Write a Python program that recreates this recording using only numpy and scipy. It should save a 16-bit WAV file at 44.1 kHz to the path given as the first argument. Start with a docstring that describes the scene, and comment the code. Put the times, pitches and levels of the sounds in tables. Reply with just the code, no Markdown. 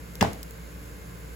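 """Knock on an open countertop cooker.

Close by in a quiet kitchen, a motor hums, bubbles sizzle softly on hot food and oil spits a few times.
A hard part chatters against the housing, which thuds; the part seats with a hollow knock and a small
rebound. The pot rings briefly and the room reverberates."""
import sys
import numpy as np
from scipy import signal
from scipy.fft import rfft, irfft
from scipy.io import wavfile
from scipy.ndimage import uniform_filter1d

SR = 44100
rng = np.random.default_rng(int(sys.argv[2]) if len(sys.argv) > 2 else 0)


def waveform_to_disk(signal):
    """Save audio, clipped to [-1, 1], as 16-bit WAV at the path in sys.argv[1]."""
    frames = np.transpose(np.atleast_2d(signal))
    scaled = np.clip(frames, -1, 1) * 32767
    samples = np.round(scaled).astype(np.int16)
    wavfile.write(sys.argv[1], SR, samples)


N = 59535

# Diffuse sound. Each row: frequency in Hz, left-right correlation.
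STEREO_CORRELATION = [(100, 0.65), (220, 0.71), (400, .45), (800, -0.4), (2400, 0.18), (8000, 0.16)]
# Kitchen air. Each row: frequency in Hz, relative density in dB.
AIR_SPECTRUM = [(25, -38), (50, 0), (95, -3), (170, -2), (230, -9), (390, -12), (480, -7.5), (720, -18),
                (1050, -16.5), (1300, -18), (1620, -14.5), (1850, -20), (2150, -19), (3200, -26.5),
                (5200, -28), (7300, -40), (11000, -88), (16000, -42)]
# Motor hum. Each row: frequency in Hz, rms level in dB.
HUM_LINES = [(58.6, -44.5), (118.4, -57.5), (174, -53.5), (295, -59.5), (452, -61.5), (517, -69),
             (1034, -70), (1556, -70), (2126, -69.5)]
# Sizzling food. Each row: frequency in Hz, relative density in dB.
SIZZLE_SPECTRUM = [(2500, -22), (5000, -15), (6200, -1), (7300, 4), (8800, -5.5), (11000, 3.5), (13000, -1),
                   (14200, 4), (16000, -7)]
# Oil spits. Each row: start in seconds, level in dB.
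SPIT_EVENTS = [(0.1547, -29), (0.3323, -31), (0.4303, -22.5), (0.5093, -32), (0.8563, -38)]
# One spit. Each row: frequency in Hz, relative density in dB.
SPIT_SPECTRUM = [(1500, -27), (4000, 0), (7000, 1), (11000, 2.5), (16000, -0.5)]
# First touches of the part. Each row: start in seconds, level in dB.
CHATTER_TOUCHES = [(0.2094, -17.5), (0.2103, -11.5), (0.2120, -12.5), (0.2132, -18)]
# Ring of the part. Each row: frequency in Hz, relative level in dB, T60 in seconds.
HARD_PART_MODES = [(960, -17, .03), (1441, -22.5, 0.19), (1673, -20, 0.12), (1890, -27, 0.079),
                   (2062, -8.5, 0.024), (2542, -21.5, 0.04), (2750, -11, 0.031), (3390, -15.5, 0.012),
                   (4960, -12, 0.017), (5880, -17.5, 0.014), (7090, -18.5, 0.016)]
# Scrape between touches. Each row: frequency in Hz, relative density in dB.
SCRAPE_SPECTRUM = [(250, -18), (450, -2), (800, 1), (2000, -11), (3000, 6), (4800, -1), (7500, -4),
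                   (9000, -20), (16000, -7)]
# Housing swings. Each row: start in seconds, frequency in Hz, level in dB, rise in seconds.
HOUSING_THUDS = [(0.2098, 400, -27, .0055), (0.2131, 182, -13, .0062), (0.2152, 98, -16, .0115),
                 (0.2440, 180, -26, .012), (0.2552, 88, -25, .018)]
# Kitchen reverberation. Each row: frequency in Hz, relative density in dB.
ROOM_SPECTRUM = [(50, -16), (110, 7), (340, 3), (800, 2), (1300, -7.5), (2100, -9.5), (4000, -16.5),
                 (7000, -22.5), (11000, -33), (16000, -33)]
# Seating and rebound. Each row: start in seconds, knock level in dB, crack level in dB.
KNOCK_EVENTS = [(0.2255, -7.5, -14.5), (0.2480, -18.5, -39)]
# Crack of a knock. Each row: frequency in Hz, relative density in dB.
CRACK_SPECTRUM = [(500, 11.5), (1300, 4.5), (3000, -6.5), (5000, 2), (8000, -7), (11000, -1.5),
                  (16000, -15)]
# Ring of pot and housing. 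Each row: frequency in Hz, level in dB, T60 in seconds.
COOKER_MODES = [(97, -31, .27), (119, -26, .28), (174, -30, .3), (202, -31, .31), (246, -33, .28),
                (268, -33, .22), (382, -44, .3), (445, -37, .25), (543, -36, .23), (680, -34, .25),
                (816, -34, .2), (861, -34, .22), (1037, -41, .18), (1128, -38, .2)]


def undb(db):
    """Decibels to gain."""
    return 10 ** (np.asarray(db) / 20)


def since(start_s):
    """Seconds since the start, zero before it."""
    return np.maximum(np.arange(N) / SR - start_s, 0)


def pan(left_minus_right_db):
    """Left and right gains."""
    return undb(np.array([[left_minus_right_db], [-left_minus_right_db]]) / 2)


def per_bin(points):
    """Table interpolated over log frequency at each FFT bin."""
    hz, value = np.array(points, float).T
    bin_hz = np.arange(N // 2 + 1) * SR / N
    return np.interp(np.log(bin_hz + 1), np.log(hz), value)


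def diffuse(spectrum):
    """Coloured stereo noise, rms 1, sides alike in the bass."""
    correlation = np.clip(per_bin(STEREO_CORRELATION), -1, 1)
    coloured = rfft(rng.standard_normal((2, N))) * undb(per_bin(spectrum))
    mid, side = coloured * np.sqrt([1 + correlation, 1 - correlation])
    noise = irfft(np.array([mid + side, mid - side]), N)
    return noise / noise.std()


def wander(rate_hz):
    """Slow random curve, spread near 1."""
    hold = int(SR / rate_hz)
    steps = np.repeat(rng.standard_normal(N // hold + 1), hold)
    return uniform_filter1d(steps, hold)[:N]


def decay(t, t60_s):
    """Exponential decay, silent until t > 0."""
    return (t > 0) * np.exp(-np.log(1000) * t / t60_s)


def bump(t, rise_s):
    """Envelope peaking at rise_s, dying about as fast."""
    return (t / rise_s * np.exp(1 - t / rise_s)) ** 4


def swing(t, hz, rise_s):
    """Heavily damped oscillation of a few cycles."""
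    return bump(t, rise_s) * np.sin(2 * np.pi * hz * t)


def ring(t, modes, detune=0):
    """Decaying modes of a struck object."""
    shifts = 1 + detune * rng.standard_normal(len(modes))
    return sum(undb(db) * decay(t, t60_s) * np.sin(2 * np.pi * hz * shift * t)
               for (hz, db, t60_s), shift in zip(modes, shifts))


def from_pot(treble, lag_s=.000224):
    """Treble from the pot reaches the left microphone later, in opposite phase."""
    bin_hz = np.arange(N // 2 + 1) * SR / N
    delayed = irfft(rfft(treble) * np.exp(-2j * np.pi * bin_hz * lag_s), N)
    return np.array([-delayed, treble])


def kitchen_air(level_db=-44.5):
    """Steady, diffuse air noise."""
    return undb(level_db) * diffuse(AIR_SPECTRUM)


def motor_hum(fundamental_drift_hz=.15, waver_db=3):
    """Appliance motor: all lines drift in pitch, the upper ones also waver in level."""
    out = 0
    for line, (hz, db) in enumerate(HUM_LINES):
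        drift_hz = fundamental_drift_hz * hz / HUM_LINES[0][0] * wander(rate_hz=12.2)
        phase = 2 * np.pi * (np.cumsum(hz + drift_hz) / SR + rng.random())
        rms_db = db + (line > 0) * waver_db * wander(rate_hz=21)
        out += np.sqrt(2) * undb(rms_db) * np.sin(phase)
    return out


def sizzle(level_db=-54.5, bubbles_per_s=12000, scatter_db=0.5):
    """Tiny bubbles burst on the food and merge into hiss."""
    bursting = rng.random(N) < bubbles_per_s / SR
    sizes = undb(scatter_db * rng.exponential(size=N))
    bursts = bursting * sizes * rng.standard_normal(N)
    hiss = irfft(rfft(bursts) * undb(per_bin(SIZZLE_SPECTRUM)), N)
    return undb(level_db) * from_pot(hiss / hiss.std())


def oil_spits(echo_db=-13):
    """Single drops of oil spit and echo in the pot."""
    echo = undb(echo_db) * diffuse(SPIT_SPECTRUM)
    out = 0
    for start_s, db in SPIT_EVENTS:
        t = since(start_s)
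        burst = bump(t, rise_s=.0003) * diffuse(SPIT_SPECTRUM)[0]
        out += undb(db) * (from_pot(burst) + echo * decay(t, t60_s=.022))
    return out


def part_chatter(low_cut_hz=830, scrape_db=-12, pan_db=6):
    """The hard part, too small to radiate bass, touches and scrapes; each side differs slightly."""
    sides, scrape = np.zeros((2, 2, N))
    for start_s, db in CHATTER_TOUCHES:
        t = since(start_s)
        for side in sides:
            side += undb(db) * ring(t, HARD_PART_MODES, detune=0.014)
        scrape += undb(db + scrape_db) * decay(t, t60_s=0.021) * diffuse(SCRAPE_SPECTRUM)
    low_cut = signal.butter(2, low_cut_hz, "high", fs=SR, output="sos")
    return pan(pan_db) * (signal.sosfilt(low_cut, sides) + scrape)


def housing_thuds(pan_db=2):
    """The housing gives way inwards and rocks back."""
    thuds = sum(undb(db) * swing(since(start_s), hz, rise_s)
                for start_s, hz, db, rise_s in HOUSING_THUDS)
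    return -pan(pan_db) * thuds


def reverberation(level_db=-26, chatter_boost_db=4.5, late_db=-16.5, build_s=0.0018):
    """The kitchen answers chatter and knock with a short tail and a faint longer one."""
    out = 0
    for start_s, db in [(CHATTER_TOUCHES[1][0], chatter_boost_db), (KNOCK_EVENTS[0][0], 0)]:
        t = since(start_s)
        build = 1 - np.exp(-t / build_s)
        tail = decay(t, t60_s=0.25) + undb(late_db) * decay(t, t60_s=0.76)
        out += undb(db) * diffuse(ROOM_SPECTRUM) * build * tail
    return undb(level_db) * out


def seating_knock(pan_db=-3):
    """The part seats and rebounds, each a hollow knock with a bright crack."""
    crack = diffuse(CRACK_SPECTRUM)
    out = 0
    for start_s, knock_db, crack_db in KNOCK_EVENTS:
        t = since(start_s)
        out += undb(knock_db) * pan(pan_db) * swing(t, hz=850, rise_s=.0019)
        out += undb(crack_db) * bump(t, rise_s=0.0009) * crack
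    return out


def pot_ring():
    """Pot and housing ring on after the first knock."""
    return ring(since(KNOCK_EVENTS[0][0]), COOKER_MODES)


def scene(kitchen_pan_db=-0.5):
    """All sources at the microphones, in stereo."""
    kitchen = pan(kitchen_pan_db) * (kitchen_air() + motor_hum())
    food = sizzle() + oil_spits()
    impact = part_chatter() + housing_thuds() + reverberation() + seating_knock() + pot_ring()
    return kitchen + food + impact


def record(dry, low_cut_hz=38, high_cut_hz=16200):
    """The microphones lose the deepest bass; the recorder cuts the top."""
    low_cut = signal.butter(4, low_cut_hz, "high", fs=SR, output="sos")
    high_cut = signal.ellip(8, .2, 80, high_cut_hz, fs=SR, output="sos")
    return signal.sosfilt(high_cut, signal.sosfilt(low_cut, dry))


dry = scene()
out = record(dry)
waveform_to_disk(out)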